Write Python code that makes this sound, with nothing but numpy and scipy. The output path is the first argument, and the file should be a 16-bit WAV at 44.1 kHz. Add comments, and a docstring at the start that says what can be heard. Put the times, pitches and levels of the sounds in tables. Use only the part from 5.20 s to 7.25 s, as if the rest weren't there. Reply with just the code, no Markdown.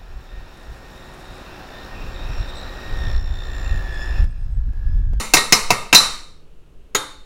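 """A steel measuring spoon knocks on the rim of a steel mixer bowl to shake off sticky food.
Each knock is a short clank, choked while the spoon presses on the rim; on a rebound it rings freely.
The bowl shimmers on in a small kitchen, the mixer stand rocks, and the close microphone overloads."""
import sys
import numpy as np
from scipy import signal
from scipy.fft import rfft, irfft
from scipy.io import wavfile

SR = 44100
rng = np.random.default_rng(int(sys.argv[2]) if len(sys.argv) > 2 else 0)


def file_out(sig):
    """Save sig as 16-bit WAV at sys.argv[1]."""
    # one column per channel
    cols = np.atleast_2d(sig).T
    # limit, then scale
    lim = np.clip(cols, -1, 1)
    pcm = np.round(lim * 32767).astype(np.int16)
    wavfile.write(sys.argv[1], SR, pcm)


N = 90404
RING_N = 32768  # samples per knock


def amp(db):
    """dB to gain."""
    return 10 ** (np.asarray(db) / 20)


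def read(points, hz):
    """Interpolate a table over log frequency."""
    f, value = np.transpose(points)
    return np.interp(np.log(hz + 1), np.log(f + 1), value)


def add(mix, start_s, sound):
    """Mix a sound in at start_s, which may be negative."""
    at = round(start_s * SR)
    sound = sound[max(-at, 0):]
    part = mix[max(at, 0):][:len(sound)]
    part += sound[:len(part)]


def dense(spectrum, size):
    """Random-phase partials under a spectral envelope, rms 1."""
    hz = np.fft.rfftfreq(size, 1 / SR)
    phases = np.exp(2j * np.pi * rng.random(len(hz)))
    x = irfft(amp(read(spectrum, hz)) * phases * (hz > 0), size)
    return x / x.std()


def ring(modes_hz, levels_db, t60_s, t, neighbours=3):
    """Decaying modes; each beats with weaker neighbours, so the lines waver."""
    spread_hz, neighbour_db, spot_spread_db = 32, -8.5, 2.5
    out = np.zeros(len(t))
    for hz, db, t60 in np.broadcast(modes_hz, levels_db, t60_s):
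        age = t[t < 1.3 * t60]
        near_hz = hz + spread_hz * rng.standard_normal((neighbours, 1))
        near = np.sin(2 * np.pi * (near_hz * age + rng.random((neighbours, 1)))).sum(0)
        cluster = np.sin(2 * np.pi * (hz * age + rng.random())) + amp(neighbour_db) * near
        spot_db = spot_spread_db * rng.standard_normal()  # each knock lands on a different spot
        out[:len(age)] += amp(db + spot_db - 60 * age / t60) * cluster
    return out


def room_air(rms_db=-51.5):
    """Steady, quiet room noise."""
    spectrum = [(25, -12), (58, 0), (95, -14), (152, -7.5), (210, -17.5), (430, -14.5), (700, -27),
                (1250, -29.5), (2100, -36.5), (2800, -31), (3400, -36), (5000, -43), (7000, -43),
                (16000, -52)]  # air noise: f/Hz, relative density/dB
    return amp(rms_db) * dense(spectrum, N)


def stand_rumble():
    """Deep rumble of the rocking mixer stand."""
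    rocking = [(0, -29.5), (.3, -30.5), (0.422, -20), (.6, -35), (0.718, -36), (.9, -28.5), (1.051, -37.5),
               (1.2, -38), (2.05, -40)]  # rumble envelope: t/s, level/dB
    spectrum = [(4, 0.5), (11, -1), (24, -11.5), (36, -13), (52, -27), (120, -49), (400, -86)]  # rumble: f/Hz, relative density/dB
    level_db = np.interp(np.arange(N) / SR, *np.transpose(rocking))
    return amp(level_db) * dense(spectrum, N)


def tick(t, t60_s=0.0045):
    """Bright burst at the instant of contact."""
    spectrum = [(200, -15.5), (2000, -5), (7000, 4), (16000, 15.5)]  # contact noise: f/Hz, relative density/dB
    return amp(-60 * t / t60_s) * dense(spectrum, len(t))


def clank(t, t60_s=0.073):
    """Dense upper modes of the struck steel, dying fast."""
    spectrum = [(40, -22), (130, 5.5), (500, -2.5), (1000, -3), (1550, -3), (1720, -11.5), (1950, 4.5),
                (2750, 1.5), (3100, -7), (3480, -11), (3700, 0), (4800, -3), (7000, -1), (7700, -8),
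                (10000, -9), (16000, -19)]  # dense modes: f/Hz, relative density/dB
    return amp(-60 * t / t60_s) * dense(spectrum, len(t))


def shimmer(t, rise_s=0.01):
    """The bowl's dense modes linger in the kitchen; the highest die first."""
    spectrum = [(40, -12.5), (140, 1), (270, -14.5), (430, 3), (680, -2), (1200, 6.5), (1650, -5),
                (2150, -1), (2500, -5), (2750, -9), (3000, -6.5), (3450, -15), (3750, -2.5), (4400, -1),
                (4950, -11), (5200, -5.5), (5850, -5), (6300, -12), (7300, -5.5), (8200, -7), (9400, -6),
                (10400, -8), (11400, -7), (16000, -31)]  # lingering modes: f/Hz, relative density/dB
    decay = [(150, 0.49), (1200, 0.46), (4000, .55), (9000, 0.43), (15000, 0.13)]  # their decay: f/Hz, T60/s
    hz, frame_s, frames = signal.stft(dense(spectrum, len(t)), SR, nperseg=256)
    fade = amp(-60 * frame_s / read(decay, hz)[:, None])
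    tail = signal.istft(frames * fade, SR)[1][:len(t)]
    return tail * (1 - np.exp(-t / rise_s))


def choked_ring(t):
    """Spoon and rim modes, damped while they touch."""
    # contact modes: f/Hz, relative level/dB, T60/s
    modes_hz = [140, 425, 727, 975, 1560, 2110, 2420, 2650, 4600, 5182, 5840, 6425, 6880, 7100]
    levels_db = [-18.5, -8.5, -6, -5, -9, -10, -31, 2.5, -5, -2.5, -8.5, -9.5, -7.5, -7]
    t60_s = [0.12, 0.06, 0.086, 0.093, 0.068, 0.1, 0.02, 0.048, 0.058, 0.092, 0.14, 0.067, 0.033, 0.03]
    return ring(modes_hz, levels_db, t60_s, t, neighbours=0)


def spoon_ring(t):
    """The spoon rings freely on a rebound."""
    # spoon modes: f/Hz, relative level/dB, T60/s
    modes_hz = [3700, 3731, 3926, 4010, 4075, 4169, 4366, 4635, 5141, 5738, 5920, 7222]
    levels_db = [-20, -19, -12, -2, -19, -13, -17, -28, -17, -14, -13, -23]
    t60_s = [.46, .48, .38, .2, .25, .22, .28, .45, .22, .17, .18, .3]
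    return ring(modes_hz, levels_db, t60_s, t)


def bowl_ring(t):
    """The struck bowl wall rings on."""
    # wall modes: f/Hz, relative level/dB, T60/s
    modes_hz = [218, 920, 1148, 1217, 1303, 1875, 2133, 2254, 2670, 3660]
    levels_db = [-28.5, -23, -22, -24, -24, -19, -20.5, -20, -27, -25.5]
    t60_s = [0.58, 0.47, 0.25, 0.55, .6, 0.29, 0.49, 0.16, .4, 0.4]
    return ring(modes_hz, levels_db, t60_s, t)


def seated_ring(t):
    """Spoon and bowl ring together when the spoon stays seated on the rim."""
    # joint modes: f/Hz, relative level/dB, T60/s
    modes_hz = [290, 420, 517, 865, 1145, 1303, 1600, 3203, 3644, 3860, 4037, 4620, 6400, 6850]
    levels_db = [-24, -7, -15.5, -21, -18.5, -9, -12.5, -14, -15.5, -25, -16.5, -26, -3.5, -5.5]
    t60_s = [.6, .16, .45, .6, .33, .27, .25, .2, .56, .6, .32, .45, .12, .13]
    return ring(modes_hz, levels_db, t60_s, t)


def rim_zing(t, t60_s=0.35):
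    """High modes of the thin rim."""
    # rim modes: f/Hz, relative level/dB
    modes_hz = [7230, 7467, 7620, 8890, 9160, 9400, 9534, 9722, 11100, 11460]
    levels_db = [-26, -27.5, -30.5, -35, -24.5, -32.5, -27, -33.5, -39.5, -36]
    return ring(modes_hz, levels_db, t60_s, t)


def knock(level_db, bass_db, mid_db, treble_db, top_db,
          clank_db, choked_db, spoon_db, bowl_db, seated_db, zing_db, shimmer_db):
    """One contact: an equalised impact plus the modes that the spoon's landing lets ring."""
    modes_db, attack_s = -6, 0.0007
    t = np.arange(RING_N) / SR
    impact = (amp(-7.5) * tick(t)
              + amp(clank_db + 0.5) * clank(t)
              + amp(shimmer_db - 17) * shimmer(t)
              + amp(choked_db + modes_db) * choked_ring(t))
    # impact colour: f/Hz, gain/dB
    colour = [(500, bass_db), (1540, 0), (2500, mid_db), (3400, 0), (5500, treble_db), (9500, top_db)]
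    hz = np.fft.rfftfreq(2 * RING_N, 1 / SR)
    impact = irfft(rfft(impact, 2 * RING_N) * amp(read(colour, hz)))[:RING_N]
    ringing = (amp(spoon_db) * spoon_ring(t)
               + amp(bowl_db) * bowl_ring(t)
               + amp(seated_db) * seated_ring(t)
               + amp(zing_db) * rim_zing(t))
    attack = 1 - np.exp(-t / attack_s)
    return amp(level_db) * (impact + amp(modes_db) * ringing) * attack


def kitchen(x, wet_db=-16, t60_s=0.5, delay_s=0.0013):
    """Add scattered reflections, drawn anew per knock as the spoon moves."""
    t = np.arange(RING_N // 2) / SR
    taps = rng.standard_normal(len(t)) * (rng.random(len(t)) < 0.1)
    taps *= (t > delay_s) * amp(-60 * t / t60_s)
    reflections = signal.fftconvolve(x, taps / np.linalg.norm(taps))[:len(x)]
    return x + amp(wet_db) * reflections


def scene():
    """Knocks over room air and stand rumble, mono."""
    # spoon contacts: t/s, level/dB, then offsets/dB: bass, mid, treble, top,
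    # clank, choked, spoon, bowl, seated, zing, shimmer
    knocks = [(-0.055, -4, 2, 1, -0.5, 1, 5, -17, -18, 0, -18.5, 5, -0.5),
              (0.1367, -2, 1.5, 0, 2.5, 4, 0, 1, -22, 2.5, -24.5, 5, 2.5),
              (0.1684, -9.5, -6.5, -3, -4.5, -10, 4, -6.5, 1, 8, -5, 4, -2.5),
              (0.3232, 0, -0.5, 3, 3, 1.5, -2.5, 0.5, -9, -0.5, -30, -10.5, 0.5),
              (0.5044, -6, 5, 3, -1.5, -0.5, -1, 0.5, -20, 3, -18.5, -8.5, 1),
              (0.7277, 1, -3, -4, -8.5, -6.5, 0, -1, -22.5, 1.5, -10.5, -8, 1),
              (0.7470, 1.5, -6.5, -3, 2.5, 1, -0.5, -8.5, 4.5, -7, -23.5, -6.5, 4.5),
              (1.7486, -7.5, -7.5, -8.5, -9, -5.5, 2.5, -19, -24.5, -19.5, -1.5, -7, 5)]
    mix = room_air() + stand_rumble()
    for start_s, *levels_db in knocks:
        add(mix, start_s, kitchen(knock(*levels_db)))
    return mix[None]


def record(dry):
    """Overload flattens the loudest peaks; a low-pass limits the band."""
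    ceiling, knee, cutoff_hz = 0.92, 11, 16200
    clipped = dry / (1 + abs(dry / ceiling) ** knee) ** (1 / knee)
    lowpass = signal.firwin(401, cutoff_hz, window=("kaiser", 8), fs=SR)
    return signal.oaconvolve(clipped, lowpass[None], "same")


dry = scene()
out = record(dry)
file_out(out)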